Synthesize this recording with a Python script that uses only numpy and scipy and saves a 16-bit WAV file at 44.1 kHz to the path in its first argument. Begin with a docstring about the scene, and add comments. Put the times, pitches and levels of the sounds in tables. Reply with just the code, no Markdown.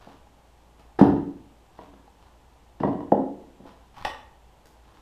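"""Stacking firewood in a shed

Split logs are taken from a heap and stacked on a wooden pallet. Each impact excites the damped
modes of a log and of the pallet booming under it, and crushes bark at the contact; two logs rock
to rest. Wood and gloves rub between the blows, and a few splinters snap. The plank shed answers
with echoes and reverberation, over a faint steady background."""
import sys
import numpy as np
from scipy import signal
from scipy.fft import rfft, irfft
from scipy.io import wavfile
from scipy.ndimage import uniform_filter1d

SR = 44100
rng = np.random.default_rng(int(sys.argv[2]) if len(sys.argv) > 2 else 0)


def int16_out(signal):
    """Quantize to a 16-bit WAV file."""
    q = np.round(np.clip(np.atleast_2d(signal).T, -1, 1) * 32767)
    wavfile.write(sys.argv[1], SR, q.astype(np.int16))


N = 221028
T = np.arange(SR) / SR  # t/s over the second that follows an onset


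def amp(db):
    """Amplitude ratio of a level in decibels."""
    return 10 ** (np.asarray(db) / 20)


def unit(x):
    """Normalisation to rms 1."""
    return x / np.sqrt(np.mean(x ** 2) + 1e-20)


def interpolate(points, hz):
    """Linear interpolation on a logarithmic frequency axis."""
    f, value = np.transpose(points)
    return np.interp(np.log(hz + 1), np.log(f + 1), value)


def add(mix, t, sound):
    """Superposition of a sound at time t/s, which may lie before the start."""
    at = round(t * SR)
    sound = sound[max(-at, 0):]
    part = mix[max(at, 0):][:len(sound)]
    part += sound[:len(part)]


def colour(noise, spectrum):
    """Spectral shaping by (f/Hz, relative level/dB) points, at rms 1."""
    gain = amp(interpolate(spectrum, np.fft.rfftfreq(len(noise), 1 / SR)))
    return unit(irfft(rfft(noise) * gain, len(noise)))


def grains(per_s, spread_db):
    """Shot noise: one second of impulses of uneven strength at random moments."""
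    strength = amp(spread_db * np.minimum(rng.exponential(1, SR), 4))
    return rng.standard_normal(SR) * strength * (rng.random(SR) < per_s / SR)


# spectrum of the background air: (f/Hz, relative level/dB)
AIR_SPECTRUM = [(20, 5.5), (42, -1), (57, 10.5), (80, 1.5), (150, -2), (300, -5.5), (600, -6), (850, -2.5),
                (1300, -14), (2200, -18.5), (3000, -18), (4800, -24.5), (8200, -26), (9000, -30),
                (13500, -32), (15500, -44)]
# a low hum and a faint whine: (f/Hz, level/dB)
STEADY_TONES = [(57.3, -60), (10750, -98.5)]
def background(air_db=-57, waver_hz=0.5):
    """Stationary noise, plus tones that waver by slow random frequency modulation."""
    drift = waver_hz * colour(rng.standard_normal(N), [(6, -4.0), (30, -62), (200, -120)])
    tones = sum(amp(db) * unit(np.sin(2 * np.pi * np.cumsum(hz + drift) / SR))
                for hz, db in STEADY_TONES)
    return amp(air_db) * colour(rng.standard_normal(N), AIR_SPECTRUM) + tones


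# reverberation time of the shed: (f/Hz, T60/s)
SHED_DECAY = [(100, 0.746), (190, 0.54), (290, 0.66), (420, 0.61), (700, 0.47), (1840, 0.51), (4850, 0.39),
              (11000, 0.39)]
# early reflections off floor and walls: (delay/s, relative signed gain)
REFLECTIONS = [(.0062, 0.44), (0.018, -0.087), (0.0216, 0.19), (0.028, -0.03), (0.0477, .2), (0.053, 0.19)]
def in_shed(sound, tail_db, build_s=0.0037, echo_gain=0.3):
    """Convolution with a room impulse response: direct path, early reflections and diffuse tail."""
    hz, t, spectra = signal.stft(grains(5000, 0.91), SR, nperseg=1024)
    decay = amp(-60 * t / interpolate(SHED_DECAY, hz)[:, None])
    spectrum = rfft(signal.istft(spectra * decay, SR, nperseg=1024)[1][:SR])
    spectrum /= np.sqrt(uniform_filter1d(abs(spectrum) ** 2, size=70) + 1e-20)  # equal energy per Hz
    build_up = 1 - np.exp(-(T / build_s) ** 2)
    fade_out = np.minimum(1, 2 * (1 - T)) ** 2
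    tail = irfft(spectrum, SR) * build_up * fade_out
    response = amp(tail_db) * tail / np.linalg.norm(tail)
    response[0] += 1
    for delay, gain in REFLECTIONS:
        response[round(delay * SR)] += echo_gain * gain
    return signal.fftconvolve(sound, response)


def ring(modes, contact_hz, radiate_hz, sign=1):
    """Sum of damped modes, peak 1: a soft contact dulls the high ones; slow motion radiates poorly."""
    motion = sum(sign ** k * amp(db - 60 * T / t60) * np.sin(2 * np.pi * hz * T)
                 for k, (hz, db, t60) in enumerate(modes))
    motion = signal.sosfilt(signal.butter(2, contact_hz, fs=SR, output="sos"), motion)
    sound = signal.sosfilt(signal.butter(2, radiate_hz, "high", fs=SR, output="sos"), motion)
    return sound / abs(sound).max()


# modes of each piece of wood and of the logs already stacked: (f/Hz, relative level/dB, T60/s)
WOOD_MODES = { "billet": [(310, -2.5, 0.076), (440.6, -4.5, 0.042), (608, -6.5, 0.029), (756, -1.5, 0.03),
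              (884, -2.5, 0.038), (1012, -8, 0.035), (1155, -16.5, 0.051), (1283, -11.5, 0.026),
              (1439, -12, 0.028), (1760, -7.5, 0.012), (2830, -30, .012)], "stick": [(291.4, -10.5, 0.82),
              (338, -15.5, 0.05), (457, -3.5, 0.073), (618, -3.5, 0.071), (763, 4.5, 0.016),
              (960, -1.5, 0.06), (1061, -1, 0.025), (1630, -16.5, 0.032), (1910, -10, 0.03)],
              "stack": [(198.8, -8, 0.24), (269, -5, 0.13), (367, -5, 0.06), (451.7, -15, 0.14),
              (525, -4.5, 0.057), (616, -1.5, .03), (702.4, -1, 0.033), (840, -2.5, 0.045),
              (1030, -13, 0.028), (1280, -21, 0.037), (1436, -17, 0.015), (1870, -15.5, 0.017)],
              "birch": [(527, -12.5, 0.03), (770, 1.5, 0.049), (856, -1, .1), (908, -2, 0.067),
              (1151, -4.5, 0.048), (1320, -27.5, 0.027), (1640, -16.5, 0.019), (1860, -5, 0.055),
              (1987, -4.5, 0.018), (2610, -3.5, 0.0091), (2840, -35.5, 0.015), (3290, -8, 0.011),
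              (4500, -19, 0.0069), (5140, -13.5, 0.015), (6930, -25, 0.0099)], "twig": [(830, 7, 0.035),
              (990, -20, 0.0067)], }
def wood_ring(piece, contact_hz, radiate_hz=295):
    """Free vibration of a log struck at one end: its far end moves with alternate sign, mode by mode."""
    return ring(WOOD_MODES[piece], contact_hz, radiate_hz, sign=-1)


# bark, gloves and sleeves sliding:
# (middle t/s, duration/s, relative rasp level/dB, piece rubbed, relative ring level/dB)
RUB_STROKES = [(0.061, 0.33, -54, "stick", -63), (0.851, 0.19, -75.5, "birch", -72),
               (1.816, 0.21, -56, "stick", -75), (2.257, 0.19, -59.5, "stick", -80.5),
               (3.678, 0.15, -55.5, "stack", -54.5), (3.817, 0.15, -65.5, "birch", -80),
               (3.974, .05, -44.5, "birch", -43), (4.001, 0.17, -46.5, "birch", -63),
               (4.935, 0.29, -58.5, "billet", -64.5)]
def rubbing(mix):
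    """Stick-slip friction: tiny slips rasp and keep the wood ringing, swelling and fading."""
    for middle, duration, rasp_db, piece, wood_db in RUB_STROKES:
        slips = grains(2500, 5.9)
        resonance = wood_ring(piece, contact_hz=1884, radiate_hz=250)
        body = unit(signal.fftconvolve(slips, resonance)[:SR])
        pressure = np.sin(np.pi * np.minimum(T / duration, 1)) ** 2
        stroke = pressure * (amp(rasp_db) * rasp(slips) + amp(wood_db) * body)
        add(mix, middle - duration / 2, amp(-0.5) * in_shed(stroke, tail_db=-0.5))


# spectrum of sliding surfaces: (f/Hz, relative level/dB)
RASP_SPECTRUM = [(100, 2.5), (400, -14), (1000, 0.5), (1500, -9), (2200, -15), (3200, -14.5), (5500, -23),
                 (8000, -34.5), (15000, -37)]
def rasp(slips):
    """Roughness noise: the slips as heard from the surface itself."""
    return colour(slips, RASP_SPECTRUM)


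# spectrum of a breaking splinter: (f/Hz, relative level/dB)
SPLINTER_SPECTRUM = [(1000, 7), (3000, -9.5), (5000, -3), (7000, -8), (10000, -10), (15000, -13.5)]
# splinters breaking: (t/s, level/dB)
SPLINTER_SNAPS = [(0.795, -48), (0.9923, -41), (1.0125, -40), (4.657, -45.5), (4.67, -45.5)]
def splinters(mix, t60=0.0091):
    """Brittle fracture: each splinter breaks with a thin, bright tick."""
    for t, db in SPLINTER_SNAPS:
        tick = amp(db - 60 * T / t60) * colour(grains(8800, 2.8), SPLINTER_SPECTRUM)
        add(mix, t, in_shed(tick, tail_db=1))


# spectrum of crushed bark: (f/Hz, relative level/dB)
BARK_SPECTRUM = [(200, 8.5), (900, 13.5), (1800, 10), (2300, -1.5), (2900, 9), (4000, 0.5), (5200, -1),
                 (6500, -12), (10000, -14.5), (15000, -23.5)]
def bark_crackle(contact_hz, crush_s=0.0018, t60=0.041):
    """Acoustic emission: bark gives way in tiny fractures as load builds; a soft contact muffles it."""
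    crush = amp(-60 * T / t60) * (1 - np.exp(-T / crush_s))
    fractures = colour(grains(6000, 4), BARK_SPECTRUM)
    muffle = signal.butter(1, min(3 * contact_hz, SR / 3), fs=SR)
    return signal.lfilter(*muffle, crush * fractures)


# modes of the loaded pallet: (f/Hz, relative level/dB, T60/s)
PALLET_MODES = [(62, -19, 0.076), (96, -20, 0.2), (129, -27, 0.27), (198.2, -6.5, 0.093),
                (228.6, -3.5, 0.068), (271, -2, 0.12), (284, -8, .28), (330, -5, 0.077), (370, -19.5, 0.44),
                (446, -18.5, 0.26), (512, -42, 0.13)]
def pallet_boom():
    """Structure-borne sound: the weight of a log excites the low modes of its support."""
    return ring(PALLET_MODES, contact_hz=478, radiate_hz=112.6)


# reverberant tail against direct sound, from where each piece lies: {piece: level/dB}
TAIL_LEVELS = {"billet": 1, "stick": -1.7, "stack": -3.5, "birch": -2, "twig": -14}
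def impact(piece, wood_db, contact_hz, pallet_db, bark_db):
    """Impulsive excitation: one blow rings the log, shakes the pallet and crushes bark."""
    wood = amp(wood_db) * wood_ring(piece, contact_hz)
    pallet = amp(pallet_db) * pallet_boom()
    bark = amp(bark_db) * bark_crackle(contact_hz)
    return (in_shed(wood, TAIL_LEVELS[piece], build_s=0.0068)
            + in_shed(pallet, tail_db=-1.15, build_s=0.0049, echo_gain=0.58)
            + in_shed(bark, TAIL_LEVELS[piece] + 1.6, build_s=0.0068))


# logs rocking to rest: (landing t/s, piece, first gap/s, first knock's wood, pallet, bark level/dB)
ROCKING_LOGS = [(1.0138, "billet", .0355, -22.5, -16, -41.5), (2.8333, "stick", .041, -23.5, -20, -40.5)]
def rocking(mix, knocks=3, gap_growth=1.35, contact_hz=950):
    """Damped rocking: a log tips from edge to edge on the slats, each knock later and weaker."""
    wood_fall_db, pallet_fall_db, bark_fall_db = 1.5, 3.5, 2.5  # per knock
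    for t, piece, gap, wood_db, pallet_db, bark_db in ROCKING_LOGS:
        for k in range(knocks):
            t += gap * gap_growth ** k
            knock = impact(piece, wood_db - k * wood_fall_db, contact_hz,
                           pallet_db - k * pallet_fall_db, bark_db - k * bark_fall_db)
            add(mix, t, knock)


# wood striking wood: (t/s, piece, wood level/dB, contact cutoff f/Hz, pallet level/dB, bark level/dB)
LOG_BLOWS = [ (0.070, "stack", -36, 960, -40, -68), (0.27, "twig", -49, 1200, -77, -58),
             (0.796, "birch", -56, 2600, -47.5, -47.5), (0.9885, "billet", -17, 1900, -21.5, -32),
             (0.991, "billet", -11, 2400, -17.5, -28.5), (1.0091, "billet", -5, 1090, -33.5, -36.5),
             (1.0137, "stack", -10, 576, 1, -35), (1.788, "stick", -30.5, 1390, -39, -51),
             (1.934, "stick", -47, 910, -40.5, -50), (2.078, "twig", -42, 1194, -67, -76.5),
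             (2.801, "billet", -25, 2090, -53.5, -42), (2.8070, "stick", -30, 600, -18, -75),
             (2.8335, "stick", -11, 1400, -18, -43.5), (2.848, "stack", -16, 498, -11.5, -52),
             (3.119, "stack", -1.5, 775, -32, -42), (3.1249, "stack", -13, 338, -15, -62),
             (3.602, "stack", -37, 399, -38, -78), (3.651, "stack", -39.5, 890, -70, -69),
             (4.0487, "birch", -19, 5200, -65, -23), ]
def stacking(mix):
    """Collisions of the handled logs: the harder the contact, the higher its cutoff frequency."""
    for t, *blow in LOG_BLOWS:
        add(mix, t, impact(*blow))


def scene():
    """Linear superposition of the handling sounds on the background, in one channel."""
    mix = background()
    stacking(mix)
    rocking(mix)
    rubbing(mix)
    splinters(mix)
    return mix[None]


def record(dry, edge_hz=15300):
    """Clipping at full scale, then band limiting by a linear-phase low-pass filter."""
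    lowpass = signal.firwin(511, edge_hz, window=("kaiser", 9), fs=SR)
    return signal.oaconvolve(np.clip(dry, -1, 1), lowpass[None], "same")


dry = scene()
out = record(dry)
int16_out(out)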